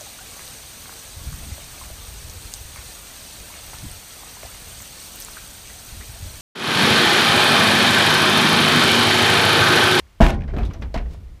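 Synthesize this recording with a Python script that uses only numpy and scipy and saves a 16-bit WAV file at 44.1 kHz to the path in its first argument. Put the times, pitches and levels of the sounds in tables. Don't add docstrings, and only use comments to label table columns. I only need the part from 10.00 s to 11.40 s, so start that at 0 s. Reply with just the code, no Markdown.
import sys
import numpy as np
from scipy import signal
from scipy.fft import rfft, irfft
from scipy.io import wavfile
from scipy.ndimage import uniform_filter1d

SR = 44100
rng = np.random.default_rng(int(sys.argv[2]) if len(sys.argv) > 2 else 0)


def dump_mix(stems):
    frames = np.atleast_2d(stems).T
    limited = np.clip(frames, -1, 1)
    pcm = np.round(limited * 32767).astype(np.int16)
    wavfile.write(sys.argv[1], SR, pcm)


def invert_db(x):
    u = np.asarray(x, float) / 20
    return 10 ** u


N = 61739

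# (frequency [Hz], density [dB per Hz])
HISS_SPECTRUM = [(53, -21), (90, -11.5), (314, -21), (398, -23), (864, -23.5), (1270, -22.5), (1650, -26),
                 (2090, -24), (15500, -41)]
# (time [s], level [dB])
SHAKE_LEVEL = [(0, -40), (.1, -46.5), (.19, -50), (.23, -23), (.36, -24.5), (.47, -29.5), (.6, -25),
               (.69, -27), (.74, -30), (.85, -28.5), (.92, -32.5), (1.0, -32), (1.09, -31), (1.13, -31),
               (1.2, -35.5), (1.4, -39)]
# (frequency [Hz], width [Hz], level [dB])
WOBBLE_MODES = [(25.2, 12, 1.5), (44.3, 34, -4), (61.4, 29, 3), (88, 15, -14)]
# (frequency [Hz], density [dB per Hz])
GROAN_SPECTRUM = [(53, -42), (90, 4), (679, -23), (1090, -31), (1520, -40.5), (3420, -47), (4150, -51.5),
                  (6000, -51), (7800, -103.5), (13200, -120)]
# (peak time [s], rise [s], fall [s], level [dB], centre [Hz])
SCRAPES = [
    (.6, 0.041, 0.029, -48, 1070),
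    (1.139, 0.039, 0.021, -55, 3470),
]
# (time [s], level [dB], pitch [Hz], decay t60 [s])
FITTINGS = [(0.066, -56.5, 1780, 0.034), (.345, -51, 10500, 0.025), (.391, -42, 2160, 0.019),
            (.407, -40, 2250, 0.023), (.4105, -40, 1680, 0.019), (0.4203, -37, 2300, 0.013),
            (0.422, -42, 1800, 0.024), (.433, -49, 2400, 0.044), (.44, -43, 1680, 0.03),
            (.449, -60, 1570, 0.034), (.478, -44, 1940, 0.048), (0.487, -37.5, 1560, 0.035),
            (.499, -45, 2110, 0.067), (0.508, -44, 1500, 0.037), (0.518, -43, 2250, 0.031),
            (0.537, -42, 1550, 0.083), (.583, -45, 12500, .04), (0.636, -39, 1120, 0.078),
            (.6515, -49, 9400, .04), (.652, -37.5, 3550, 0.096), (.709, -40, 1140, 0.037),
            (.736, -47, 12200, .03), (0.814, -50, 6000, 0.079), (.822, -51, 12000, .03),
            (.826, -39, 3340, 0.028), (0.907, -58, 1920, 0.036), (0.941, -40, 4300, .06),
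            (.978, -55, 4800, 0.038), (.998, -32, 380, 0.033), (.7025, -44, 2870, 0.034)]
# (time [s], level [dB], colour [Hz], decay t60 [s], brightness [dB per octave])
METAL_CRACKS = [(.0024, -40, 5400, 0.029, 13.5), (.345, -45, 6000, 0.045, -4), (0.407, -49, 2300, 0.052, 5),
                (.420, -52, 2320, 0.056, 7), (0.436, -43.5, 1610, 0.069, 0.5),
                (.478, -49.5, 1540, 0.32, 1.5), (0.498, -55, 2210, 0.11, 6), (0.535, -49, 1410, 0.53, -1),
                (0.5648, -32.5, 1670, 0.079, -1), (0.583, -34.5, 2520, 0.13, 0),
                (0.603, -42.5, 2360, 0.34, -3), (0.631, -40, 3300, 0.13, 2), (0.6519, -46, 3400, 0.19, 10),
                (0.7068, -49, 2280, 0.2, 2), (0.7351, -44, 5860, 0.15, 3.5), (0.821, -38, 2420, 0.18, 1),
                (.835, -45, 3220, 0.068, -15), (.942, -35, 4290, 0.12, 6), (0.957, -38, 2170, 0.19, 2),
                (0.9756, -33, 2220, 0.16, 1), (1.001, -48, 1510, 0.43, -7), (1.056, -51, 1850, 0.27, -3.5),
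                (1.108, -56, 1520, .1, 7), (1.1462, -42, 937, 0.04, -2)]
# (time [s], level [dB], colour [Hz])
LOOSE_CLACKS = [
    (0.208, -17, 2620),
    (0.213, -39, 2390),
    (0.2208, -20, 2860),
    (0.2391, -42, 2980),
    (0.245, -29.5, 11000),
    (.265, -10.5, 3180),
    (0.2692, -29.5, 10900),
    (0.285, -29, 7800),
    (0.304, -29, 10900),
    (0.305, -21.5, 5750),
]
# (time [s], level [dB], strongest pitch [Hz], contact [s])
DULL_BLOWS = [(.312, -21.5, 226, 0.035), (0.337, -23.5, 300, 0.004), (0.411, -32.5, 246, 0.018),
              (0.445, -29, 247, 0.012), (0.487, -37.5, 483, 0.04), (0.535, -28, 398, 0.06),
              (0.568, -21, 300, 0.046), (0.586, -28.5, 614, 0.027), (0.605, -22, 300, 0.041),
              (.632, -47, 484, 0.023), (0.704, -36.5, 367, 0.042), (0.739, -42, 690, 0.078),
              (0.82, -29.5, 353, 0.038), (.943, -19, 660, 0.014), (.955, -19.5, 640, 0.014),
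              (.96, -21.5, 225, 0.032), (0.996, -31.5, 225, 0.04), (1.0, -31.5, 715, 0.0067)]
# (time [s], level [dB])
RATTLE_LEVEL = [(.203, -46), (.208, -25), (.225, -20.5), (.25, -24.5), (.265, -29.5), (.304, -31),
                (.312, -35), (.35, -43), (.39, -69)]
# (frequency [Hz], density [dB per Hz])
RATTLE_SPECTRUM = [(180, -4), (300, 2), (461, -12.5), (781, -6), (1220, -9.5), (1490, -6.5), (3130, -15.5),
                   (11000, -41.5), (15500, -53)]
# (frequency [Hz], density [dB per Hz])
CRACK_SPECTRUM = [(400, 6.5), (900, -0.5), (1700, -0.5), (3000, -7), (5000, -14.5), (8000, -28.5),
                  (12500, -44.5), (15600, -48)]
# (frequency [Hz], level [dB], decay t60 [s])
FRAME_MODES = [(273, -8, 0.23), (361, 1, 0.28), (794.5, 2, 0.31), (1055, -2, 0.4), (1446, -12, .35),
               (1525, -7, 0.39), (1892, -5.5, 0.15), (2246, -8, .3), (2820, -10, 0.18)]
# (frequency [Hz], level [dB], decay t60 [s])
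PANEL_MODES = [(159.4, -6.5, 0.27), (225, 0, 0.1), (225, 0.5, 0.18), (300, -34.5, 0.48), (387.5, -7, 0.09),
               (500, -9, 0.033), (622, -4.5, 0.04), (686.3, 5, .11), (842, -12, 0.3), (977.4, -2.5, 0.18),
               (1110, -3, 0.1), (1296, -17, 0.11), (1810, -31, 0.09), (2050, -33, 0.14)]
# (time [s], level [dB], frequency [Hz], decay t60 [s], rise [s])
SHELL_SWINGS = [(0.2079, -8, 65.26, 0.46, 0.022), (0.2141, 4.4, 36.4, 0.18, 0.019),
                (0.2738, -1, 53.3, 0.089, 0.023), (0.3102, -17.5, 85.6, 0.37, 0.025),
                (0.349, -28.5, 87.6, 0.58, 0.008), (0.3553, -17.5, 39.3, 0.39, 0.0074),
                (0.435, -11, 67, 0.29, 0.078), (0.4398, -17.5, 33.7, 0.86, 0.096),
                (0.5285, -20, 71.2, 0.42, 0.0045), (0.5388, -24.5, 37.5, 0.33, 0.018),
                (0.5777, -22, 83.5, 0.45, 0.0041), (0.602, 4, 53.1, 0.17, 0.08),
                (0.6502, -13, 90, 0.14, 0.038), (0.7072, -21, 85.7, 0.45, 0.079),
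                (0.7823, -39, 30.8, 0.4, 0.008), (0.783, -16.5, 55.5, 0.5, 0.08),
                (0.838, -19.5, 65.2, 0.4, 0.04), (0.8914, -29, 50.6, 0.29, 0.0093),
                (0.919, -16.5, 67.5, 0.3, 0.073), (0.9487, -14.5, 35.2, 0.38, 0.025),
                (1.0111, -8, 55.5, 0.28, 0.068), (1.08, -23, 62.1, 0.39, 0.02),
                (1.1652, -17, 86.1, 0.12, 0.057), (1.2169, -22.5, 62.5, 0.35, 0.064),
                (1.232, -29, 31.2, 0.75, 0.11), (1.2872, -27.5, 54.5, 0.36, 0.092)]
# (time [s], level [dB], strongest pitch [Hz])
LANDINGS = [
    (0.2034, -13, 770),
    (.208, -1.5, 500),
    (.2126, -13, 620),
    (.2172, -19.5, 600),
    (0.2212, -10.5, 300),
    (0.9435, -29, 800),
    (1.1458, -43.5, 1000),
]


def evened(x):
    return x / np.sqrt(np.mean(x ** 2) + 1e-20)


def curve(rows, outside_db):
    s, db = np.transpose(rows)
    return np.interp(np.arange(N) / SR, s, db, outside_db, outside_db)


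def colour(x, points):
    f, db = np.transpose(points)
    hz = np.fft.rfftfreq(len(x), 1 / SR) + 1
    gain = invert_db(np.interp(np.log(hz), np.log(f), db, -70, -70))
    return irfft(rfft(x) * gain, len(x))


def add(mix, s, sound):
    part = mix[round(s * SR):][:len(sound)]
    part += sound[:len(part)]


def resonate(x, hz, width_hz):
    r = np.exp(-np.pi * width_hz / SR)
    return 2 * signal.lfilter([1 - r], [1, -r * np.exp(2j * np.pi * hz / SR)], x).real


def resonate_twice(x, hz, width_hz):
    return resonate(resonate(x, hz, width_hz), hz, width_hz)


def roughness(swing_db, samples):
    noise = rng.standard_normal(N)
    return invert_db(swing_db * evened(uniform_filter1d(noise, samples)))


def frame(force):
    t = np.arange(int(.5 * SR)) / SR
    ring = sum(invert_db(db - 60 * t / t60) * np.sin(2 * np.pi * hz * t) for hz, db, t60 in FRAME_MODES)
    return signal.fftconvolve(force, ring)[:N]


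def panel(force, shorten, centre_hz, width_oct, detune=0):
    t = np.arange(int(.4 * SR)) / SR
    ring = np.zeros(len(t))
    shift = 1 + detune * rng.standard_normal(len(PANEL_MODES))
    for (hz, db, t60), k in zip(PANEL_MODES, shift):
        coupling_db = -4.4 * (np.log2(hz / centre_hz) / width_oct) ** 2
        decay_db = -60 * t / (t60 * shorten)
        ring += invert_db(db + coupling_db + decay_db) * np.sin(2 * np.pi * hz * k * t)
    return signal.fftconvolve(force, ring)


def hiss():
    duck_db, recover_s = -8, 0.42
    t = np.arange(N) / SR - LANDINGS[0][0]
    gain_db = duck_db * (t > 0) * np.exp(-(np.abs(t) / recover_s) ** 2)
    return invert_db(-59.5 + gain_db) * evened(colour(rng.standard_normal(N), HISS_SPECTRUM))


def shaking():
    rest_db, wobble_follow = -52.5, 0.57
    groan_db, groan_follow = -44.5, 1.795
    level_db = curve(SHAKE_LEVEL, -50)
    low = np.zeros(N)
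    for hz, width_hz, db in WOBBLE_MODES:
        low += invert_db(db) * evened(resonate_twice(rng.standard_normal(N), hz, width_hz))
    groan = evened(colour(rng.standard_normal(N) * roughness(1, 500), GROAN_SPECTRUM))
    wobble = invert_db(rest_db + wobble_follow * (level_db - rest_db)) * evened(low)
    return wobble + invert_db(groan_db + groan_follow * (level_db + 33.5)) * groan


def brush():
    out = np.zeros(N)
    for s, rise_s, fall_s, db, hz in SCRAPES:
        t = np.arange(N) / SR - s
        swell = np.exp(-np.where(t < 0, -t / rise_s, t / fall_s))
        fuzz = rng.standard_normal(N) * roughness(1.7, 90)
        out += invert_db(db) * swell * evened(resonate(resonate(fuzz, hz, 1.2 * hz), hz, 3 * hz))
    return out


def sizzle():
    start_s, end_s, fade_s, hz = .206, 0.3004, 0.0086, 5360
    t = np.arange(N) / SR
    gate = (t > start_s) * np.exp(-np.maximum(t - end_s, 0) / fade_s)
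    grit = rng.standard_normal(N) * roughness(2.5, 120)
    return invert_db(-43.5) * gate * evened(resonate(grit, hz, .9 * hz))


def clatter():
    out, t = np.zeros(N), np.arange(int(.1 * SR)) / SR
    for s, db, hz, t60 in FITTINGS:
        noise = rng.standard_normal(len(t))
        force = 10 * (t == 0) + noise * invert_db(-60 * t / t60)
        puff = resonate_twice(force, hz, 0.2 * hz)
        add(out, s, invert_db(db) * puff / np.abs(puff).max())
    return out


def crack(hz, t60, tilt_db, ring_db, width):
    t = np.arange(int(.25 * SR)) / SR
    noise = rng.standard_normal((3, len(t)))
    tone = [(f, db + tilt_db * np.log2(f / 2000)) for f, db in CRACK_SPECTRUM]
    broad = evened(colour(noise[0], tone))
    ring = invert_db(ring_db) * evened(resonate_twice(noise[1], hz, width * hz))
    chatter = invert_db(2.2 * evened(uniform_filter1d(noise[2], 70)))
    snap = (broad + ring) * invert_db(-60 * t / (.36 * t60)) * chatter
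    dull = resonate(broad, 1600, 3760) + 0.12 * ring
    tail = dull * invert_db(-5.5 - 60 * t / t60) * np.minimum(t / 0.0098, 1) * chatter
    return np.minimum(t / 0.00034, 1) * (snap + tail)


def cracks():
    out = np.zeros(N)
    for s, db, hz, t60, tilt_db in METAL_CRACKS:
        add(out, s, invert_db(db) * crack(hz, t60, tilt_db, -3, .12))
    for s, db, hz in LOOSE_CLACKS:
        add(out, s, invert_db(db - 2.5) * crack(hz, 0.02, 1.0, 0.49, 0.14))
    return out


def blows():
    out, t = np.zeros(N), np.arange(int(.2 * SR)) / SR
    for s, db, hz, contact_s in DULL_BLOWS:
        noise = rng.standard_normal((2, len(t)))
        ring = panel(noise[0] * invert_db(-30 * t / contact_s), 1, hz, 0.34, 0.0408)
        thud = evened(resonate(resonate(noise[1], hz, 1.4 * hz), hz, 4.6 * hz))
        thud = thud * invert_db(-8.5 - 15 * t / contact_s)
        add(out, s, invert_db(db) * ring / np.abs(ring).max())
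        add(out, s, invert_db(db + 0.5) * np.minimum(t / 0.0057, 1) * thud)
    return out


def rattle():
    hits_per_s, spread_db = 5000, 2.8
    struck = rng.random(N) < hits_per_s / SR
    hits = struck * invert_db(spread_db * np.minimum(rng.exponential(1, N), 4))
    grain = rng.standard_normal(N) * np.sqrt(np.abs(uniform_filter1d(hits ** 2, 60)) + 0.31)
    level = invert_db(curve(RATTLE_LEVEL, -90) + 5.5)
    force = level * evened(grain)
    direct = level * evened(colour(grain, RATTLE_SPECTRUM))
    panels = panel(force, 0.34, 790, 5.4, 0.011)[:N]
    return direct + invert_db(-30) * panels + invert_db(-43) * frame(force)


def shell_swing():
    out, t = np.zeros(N), np.arange(int(.5 * SR)) / SR
    for s, db, hz, t60, rise_s in SHELL_SWINGS:
        envelope = invert_db(db - 60 * t / t60) * np.minimum(t / rise_s, 1)
        add(out, s, -envelope * np.sin(2 * np.pi * hz * t))
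    return out


def landing():
    contact_s = 0.00096
    push = np.sin(np.pi * np.arange(0, 1, 1 / (SR * contact_s))) ** 2
    push /= push.sum()
    out = np.zeros(N)
    for s, db, hz in LANDINGS:
        add(out, s, invert_db(db) * panel(push, 0.28, hz, 1.23))
    return out


def scene():
    impacts = landing() + shell_swing() + cracks() + blows()
    loose_parts = clatter() + rattle()
    return (impacts + loose_parts + shaking() + brush() + hiss() + sizzle())[None]


def band_limit(x):
    return signal.sosfilt(signal.butter(12, 15920, fs=SR, output="sos"), x)


def record(dry):
    soft = 0.94 * np.tanh(np.abs(dry / 0.98) ** 2.485) ** (1 / 2.519) * np.sign(dry)
    low_pass = signal.firwin(511, 15700, window=("kaiser", 9), fs=SR)
    mix = signal.oaconvolve(soft, low_pass[None], "same")
    return band_limit(mix)


dry = scene()
out = record(dry)
dump_mix(out)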